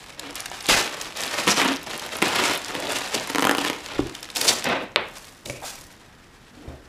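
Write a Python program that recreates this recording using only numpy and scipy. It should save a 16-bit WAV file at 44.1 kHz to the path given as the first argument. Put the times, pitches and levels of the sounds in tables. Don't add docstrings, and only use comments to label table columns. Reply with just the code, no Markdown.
import sys
import numpy as np
from scipy import signal
from scipy.io import wavfile
from scipy.ndimage import uniform_filter1d

SR = 44100
rng = np.random.default_rng(int(sys.argv[2]) if len(sys.argv) > 2 else 0)


def wrap_up_sound(samples):
    columns = np.atleast_2d(samples).T
    tamed = np.clip(columns, -1, 1)
    steps = np.round(tamed * 32767).astype(np.int16)
    wavfile.write(sys.argv[1], SR, steps)


N = 303408
TIME = np.arange(N) / SR
CUTOFF_HZ = 15000
EDGES_HZ = 22 * 2 ** (np.arange(20) / 2)
CENTRES_HZ = np.sqrt(EDGES_HZ[1:] * EDGES_HZ[:-1])


def from_db(db):
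    return 10 ** (np.asarray(db) / 20)


def unit_rms(x):
    return x / np.sqrt(np.mean(x ** 2) + 1e-20)


def at_hz(points, hz):
    f, value = np.transpose(points)
    return np.interp(np.log(hz), np.log(f), value)


def band(x, index):
    sos = signal.butter(2, EDGES_HZ[index:index + 2], "band", fs=SR, output="sos")
    return signal.sosfilt(sos, x + 1e-18)


def low_pass(x, hz, order=2):
    return signal.sosfilt(signal.butter(order, min(hz, SR / 2 - 100), fs=SR, output="sos"), x + 1e-18)


def impulses(times, sizes):
    return np.bincount(np.round(np.asarray(times) * SR).astype(int), sizes, N)[:N]


def ring(x, hz, t60):
    r, w = from_db(-60 / (t60 * SR)), 2 * np.pi * hz / SR
    return signal.lfilter([0, np.sin(w)], [1, -2 * r * np.cos(w), r * r], x + 1e-18)


def body(x, modes):
    return sum((-1) ** k * from_db(db) * ring(x, hz, t60) for k, (hz, db, t60) in enumerate(modes))


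def facet(x, hz, q):
    return signal.lfilter(*signal.iirpeak(min(hz, SR / 4), max(hz / (SR / 4), q), fs=SR), x)


def swells(rows):
    return sum(from_db(db) * np.exp(-((TIME - t) / half) ** 2 / 2) for t, db, half in rows)


def drift(per_s):
    knots = rng.standard_normal(int(TIME[-1] * per_s) + 2)
    return unit_rms(np.interp(TIME * per_s, np.arange(len(knots)), knots))


def cracks(rows, centre_hz, spread, run_s, q, dull_hz):
    out, age = np.zeros(N), np.arange(SR // 50) / SR
    noises = rng.standard_normal((len(rows), len(age)))
    for (t, db), hz, noise in zip(rows, np.broadcast_to(centre_hz, len(rows)), noises):
        slip = noise * age * np.exp(-age / run_s)
        crack = low_pass(facet(slip, hz * np.exp(spread * noise[0]), q), dull_hz)
        start = round(t * SR)
        out[start:start + len(age)] += from_db(db) * crack / np.abs(crack).max()
    return out


def blow(rows, modes, soft_hz):
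    t, db = np.transpose(rows)
    sound = low_pass(body(impulses(t, from_db(db)), modes), soft_hz, order=4)
    return from_db(db.max()) * sound / np.abs(sound).max()


# t/s, level/dB
STIR = [(0.0, -43), (0.14, -49), (0.5, -41.5), (1.85, -45), (2.6, -40.5), (3.1, -34.5), (3.8, -41.5),
        (4.3, -47.5), (4.62, -38), (4.9, -66), (5.25, -53), (5.42, -57.5), (5.77, -52), (6.0, -57),
        (6.88, -59)]
# t/s, attack/s, hold/s, mid-hold crinkling level/dB, swell over the hold/dB,
# panel flexing/dB re crinkling, fine crackle/dB re crinkling
MOVES = [(0.162, 0.009, 0.14, -42, -4, -3, -18), (0.352, 0.011, 0.14, -41, -23, -20, -7.5),
         (0.529, 0.0071, 0.3, -42, -6, -11, -4), (0.685, 0.0027, 0.17, -23.5, -14, -8, -5),
         (0.813, 0.012, 0.3, -38.5, -1.5, -4.5, -7), (1.151, 0.0095, 0.289, -31.5, 5.5, -7, -6.5),
         (1.468, 0.0049, 0.04, -21, -3, -10, -8), (1.555, 0.016, 0.15, -23.5, -2.5, -10.5, -12),
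         (1.858, 0.0087, 0.39, -35.5, 3, -2.5, -7), (2.218, 0.0026, 0.3, -26, 1, -5.5, -9.5),
         (2.677, 0.0091, 0.22, -35.5, 2.5, 1.5, -11.5), (2.878, 0.068, 0.088, -28, 3, -4, -4),
         (3.134, 0.01, 0.14, -38, -18, 4, -5), (3.595, 0.022, 0.093, -31.5, 0.5, -5.5, -8),
         (3.884, 0.0073, 0.086, -37, -1.5, -4.5, -39), (4.348, 0.0051, 0.15, -32, 10, -0.5, 3.5),
         (4.636, 0.038, 0.12, -24, 1, -1, -46), (5.139, 0.026, 0.09, -47.5, -11.5, -3, -2),
         (5.45, 0.0067, 0.057, -49.5, 4.5, 13.5, 9.5), (5.635, 0.048, 0.019, -30.5, -3, -10, 2)]


def handling(stir_flex_db=-7, stir_fine_db=-6, release_db_per_s=215):
    stir_db = np.interp(TIME, *np.transpose(STIR))
    power = from_db([stir_db + stir_flex_db, stir_db, stir_db + stir_fine_db]) ** 2
    for start, attack, hold, db, swell_db, flex_db, fine_db in MOVES:
        age = TIME - start
        held_db = db + swell_db * (np.clip(age / hold, 0, 1) - .5)
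        released_db = release_db_per_s * np.clip(age - hold, 0, 1)
        gain = np.clip(age / attack, 0, 1) * from_db(held_db - released_db)
        power = power + np.outer(from_db([flex_db, 0, fine_db]), gain) ** 2
    return 10 * np.log10(power)


# f/Hz, relative level/dB
PAPER_SPECTRUM = [(100, -21), (165, -17.5), (270, -9.5), (600, -5), (1200, -8), (3300, -4.5), (6700, -2.5),
                  (9500, -6.5), (13400, -14)]
# t/s, amplitude ratio of hiss to creases
SLIDING = [(4.6, 0.64), (4.68, 1.53)]


def crinkle(flex_db, mid_db, fine_db, creases_per_s=600, run_s=0.0014, even_s=0.03):
    rate = creases_per_s * from_db(0.78 * (mid_db - np.median(mid_db)))
    onsets = np.flatnonzero(rng.random(N) < rate / SR)
    sizes_db = 5.5 * np.minimum(rng.exponential(1, N), 3)[onsets]
    colour_phase = rng.uniform(0, 2 * np.pi, N)[onsets]
    clumped_noise = from_db(2.5 * drift(per_s=70)) * rng.standard_normal((2, N))
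    hiss_power = np.interp(TIME, *np.transpose(SLIDING)) ** 2
    decay = np.exp(-1 / (run_s * SR))
    out = np.zeros(N)
    for k in np.flatnonzero(CENTRES_HZ > 80):
        hz = CENTRES_HZ[k]
        low, top = at_hz([(450, 1), (1100, 0)], hz), at_hz([(2900, 0), (6800, 1)], hz)
        level = mid_db + low * (flex_db - mid_db) + top * (fine_db - mid_db) + at_hz(PAPER_SPECTRUM, hz)
        sizes = from_db(sizes_db * (0.5 + top / 2) + 4.0 * np.cos(k + colour_phase))
        power = signal.lfilter([1], [1, -decay], impulses(TIME[onsets], sizes ** 2) + 1e-18)
        local_mean = np.abs(uniform_filter1d(power, int(even_s * SR))) + 1e-3
        envelope = np.sqrt((power / local_mean + hiss_power) / (1 + hiss_power))
        out += from_db(level) * unit_rms(band(envelope * clumped_noise[k % 2], k))
    return out


# f/Hz, relative spectral density/dB
NOISE_SPECTRUM = [(25, -9.5), (130, -12), (300, -14.5), (600, -23), (1800, -23), (2300, -30), (6000, -37.5),
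                  (15000, -48)]
# f/Hz, level/dB
WHINE = [(1897, -68)]


def background(noise_db=-51):
    white = rng.standard_normal((3, N))
    floor = sum(from_db(at_hz(NOISE_SPECTRUM, hz)) * band(white[k % 2], k)
                for k, hz in enumerate(CENTRES_HZ))
    whine = sum(from_db(db) * unit_rms(ring(white[2], hz, t60=0.085)) for hz, db in WHINE)
    return from_db(noise_db) * unit_rms(floor) + whine


# t/s, peak level/dB
SNAPS = [(0.1945, -15.5), (0.4574, -18), (1.0116, -15), (1.1705, -20), (1.2347, -14), (1.995, -20.5),
         (2.682, -22.5), (3.145, -11.5), (3.149, -12.5), (4.15, -22.5), (4.2283, -19.5), (4.3008, -23),
         (4.3595, -11), (4.366, -10.5), (4.4124, -8.5), (4.6414, -15), (5.4578, -21), (5.4983, -19)]


def snaps():
    return cracks(SNAPS, centre_hz=3900, spread=0.053, run_s=0.0014, q=1.0, dull_hz=14200)


# f/Hz, relative level/dB, T60/s
CARTON_MODES = [(152, -23, 0.035), (287.6, -10.5, 0.056), (467, -10, 0.026), (785, -10.5, 0.012),
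                (978, -14, 0.043), (1370, -9.5, 0.01), (3060, -8.5, 0.0087)]
# t/s, level/dB, half-width/s
ROLL_TURNS = [(0.275, -42, 0.042), (0.71, -24, 0.013), (1.585, -23.5, 0.0076), (1.656, -23, 0.011),
              (2.42, -30.5, 0.04)]


def roll(slips_per_s=500):
    slips = (rng.random(N) < slips_per_s / SR) * rng.choice([-1, 1], N)
    return swells(ROLL_TURNS) * unit_rms(body(slips, CARTON_MODES))


def stray_snaps(fine_db, count=130, span_s=(0.3, 5.4), above_db=24, spread_db=7, ceiling_db=-15):
    when, size = rng.random((count, 2)).T
    times = np.interp(when, [0, 1], span_s)
    peak_db = np.interp(times, TIME, fine_db) + above_db + spread_db * (2 * size - 1)
    rows = list(zip(times, np.minimum(peak_db, ceiling_db)))
    return cracks(rows, centre_hz=5200, spread=0.68, run_s=0.0002, q=3.2, dull_hz=14000)


# t/s, relative level/dB
JOLTS = [(0.688, -7), (1.471, -11.5), (1.477, -8), (1.616, -6.5), (2.219, -10), (2.224, -1.5), (2.230, -16),
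         (2.438, -10.5), (2.497, -11.5), (2.751, -14.5), (3.300, -15), (3.348, -9.5), (3.358, -9),
         (3.383, -8), (3.394, -10), (3.4235, -6), (3.4295, -12), (3.4425, -8.5), (3.451, -4), (3.470, -5.5),
         (3.4938, -5), (3.5117, -6), (3.5493, -12.5), (3.583, -7.5), (3.611, -17.5), (3.649, -10),
         (3.6665, -17.5), (3.699, -10)]
# t/s, f/Hz
TICK_PITCH = [(3.3, 2430), (3.44, 1120), (3.7, 1780)]


def carton_jolts(tick_db=-1.35, split_db=-7.5, boom_db=-0.5, detune=0.022, run_s=0.00047):
    tick_hz = np.interp([t for t, db in JOLTS], *np.transpose(TICK_PITCH))
    ticks = cracks(JOLTS, centre_hz=tick_hz, spread=0.033, run_s=run_s, q=1, dull_hz=3470)
    splits = cracks(JOLTS, centre_hz=7100, spread=0, run_s=run_s, q=1, dull_hz=CUTOFF_HZ)
    out = from_db(tick_db) * ticks + from_db(split_db) * splits
    for t, db in JOLTS:
        walls = [(hz * np.exp(detune * rng.standard_normal()), level, t60)
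                 for hz, level, t60 in CARTON_MODES]
        boom = body(signal.unit_impulse(SR // 10), walls)
        start = round(t * SR)
        out[start:start + len(boom)] += from_db(db + boom_db) * boom
    return out


# t/s, level/dB, half-width/s, f/Hz, fade per jerk/dB
RIPS = [(0.714, -18, 0.019, 3100, 9), (1.51, -20, 0.012, 5150, 27), (1.578, -24.5, 0.013, 5430, 20),
        (2.454, -28.5, 0.02, 6060, 17), (4.49, -13, 0.0098, 4540, 4)]


def rips(jerks_per_s=260, unevenness=0.5):
    jerk_phase = np.cumsum(jerks_per_s * np.exp(unevenness * drift(jerks_per_s))) / SR % 1
    fibres = rng.standard_normal(N)
    out = np.zeros(N)
    for t, db, half, hz, fade_db in RIPS:
        rasp = facet(fibres * from_db(-fade_db * jerk_phase), hz, q=1.7)
        out += swells([(t, db, half)]) * unit_rms(low_pass(rasp, hz=10500))
    return out


# t/s, level/dB, half-width/s
WAFTS = [(.75, -34, 0.03), (4.03, -34.5, 0.04), (5.76, -54, 0.13)]


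def wafts():
    return swells(WAFTS) * unit_rms(ring(rng.standard_normal(N), hz=62, t60=0.011))


# t/s, level/dB, half-width/s, f/Hz, relative pitch glide/(1/s)
RUBS = [(1.483, -23, 0.0095, 182, 4), (1.71, -28, 0.013, 270, 0), (2.84, -34, 0.044, 590, 0),
        (4.834, -29, 0.0091, 246, -10), (5.553, -46, 0.037, 2400, 0.5), (5.638, -30.5, 0.01, 750, -1.5),
        (6.663, -44, 0.08, 290, 1), (6.716, -45.5, 0.037, 660, -1.5)]


def rubs(t60_at_300_hz=0.035):
    friction = np.diff(rng.standard_normal(N + 1))
    out = np.zeros(N)
    for t, db, half, hz, glide in RUBS:
        drone = unit_rms(ring(friction, hz, t60_at_300_hz * np.sqrt(300 / hz)))
        warped_time = TIME + glide * (TIME - t) ** 2 / 2
        out += swells([(t, db, half)]) * np.interp(warped_time, TIME, drone)
    return out


# t/s, peak level/dB
SET_DOWN = [(3.9915, -9)]
# f/Hz, relative level/dB, T60/s
THUD_MODES = [(125.4, -16, 0.2), (290, 2.5, 0.04), (384, 6, 0.013), (774, -11, 0.024), (1130, -5.5, 0.0084)]


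def carton_thud():
    return blow(SET_DOWN, THUD_MODES, soft_hz=1260)


# t/s, peak level/dB
POP = [(4.960, 2)]
# f/Hz, relative level/dB, T60/s
SHEET_MODES = [(480, -20.5, 0.011), (1060, -10, 0.0025), (1980, -7, 0.0031), (2416, -7, 0.0036),
               (3780, -8, 0.0025)]


def sheet_pop():
    return blow(POP, SHEET_MODES, soft_hz=5900)


# t/s, level/dB, half-width/s
BRUSHES = [(5.22, -51.5, 0.13), (5.672, -47, 0.051), (5.77, -49, 0.1)]


def brushes(grain_db=6.0):
    grains = rng.standard_normal(N) * from_db(grain_db * drift(per_s=500))
    return swells(BRUSHES) * unit_rms(facet(grains, hz=6000, q=0.94))


# t/s, impulse level/dB, cut-off f/Hz
PATS = [(5.464, -37, 2500), (5.498, -26, 4100), (5.505, -30, 900), (6.676, -18.5, 60), (6.702, -43, 710)]
# f/Hz, gain/dB, T60/s
TABLE_MODES = [(68.5, -6.5, 0.17), (131, -7, 0.14), (302, -11, 0.08), (573, 0.5, 0.062), (2310, 7, 0.018)]


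def pats():
    force = sum(low_pass(impulses([t], [from_db(db)]), hz, order=1) for t, db, hz in PATS)
    return body(force, TABLE_MODES)


# f/Hz, T60/s
ROOM_T60 = [(150, 0.46), (2500, 0.47), (7000, 0.4)]


def room(x, wet_db=-6.5, treble_db=-10.0, build_s=0.00085, early_db=7.5, early_s=0.0029, positions=32):
    age = np.arange(SR // 2) / SR
    white = rng.standard_normal((2, positions, len(age)))
    tails = sum(band(white[k % 2], k) * from_db(-60 * age / at_hz(ROOM_T60, hz))
                for k, hz in enumerate(CENTRES_HZ))
    tails *= 1 - np.exp(-(age / build_s) ** 2)
    tails *= from_db(early_db * np.exp(-age / early_s))
    tails /= np.sqrt(np.sum(tails ** 2, axis=1, keepdims=True))
    dull = low_pass(tails, hz=3130, order=1)
    tails = dull + from_db(treble_db) * (tails - dull)
    out = np.zeros(N + len(age))
    for part, tail in zip(np.array_split(np.arange(N), positions), tails):
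        out[part[0]:part[-1] + len(age)] += signal.fftconvolve(x[part], tail)
    return from_db(wet_db) * out[:N]


def scene(carton_room_db=2.5, pop_room_db=7.5):
    flex_db, mid_db, fine_db = handling()
    paper = crinkle(flex_db, mid_db, fine_db) + snaps() + stray_snaps(fine_db) + rips() + brushes()
    diffuse = paper + rubs() + carton_thud() + pats()
    carton = carton_jolts() + roll()
    pop = sheet_pop()
    dull_pop = low_pass(pop, hz=1200, order=1)
    reverb = room(diffuse + from_db(carton_room_db) * carton + from_db(pop_room_db) * dull_pop)
    return (diffuse + carton + pop + reverb + background() + wafts())[None]


def record(dry):
    top_cut = signal.ellip(10, .1, 90, CUTOFF_HZ, fs=SR, output="sos")
    return signal.sosfilt(top_cut, np.clip(dry, -.88, .88))


dry = scene()
out = record(dry)
wrap_up_sound(out)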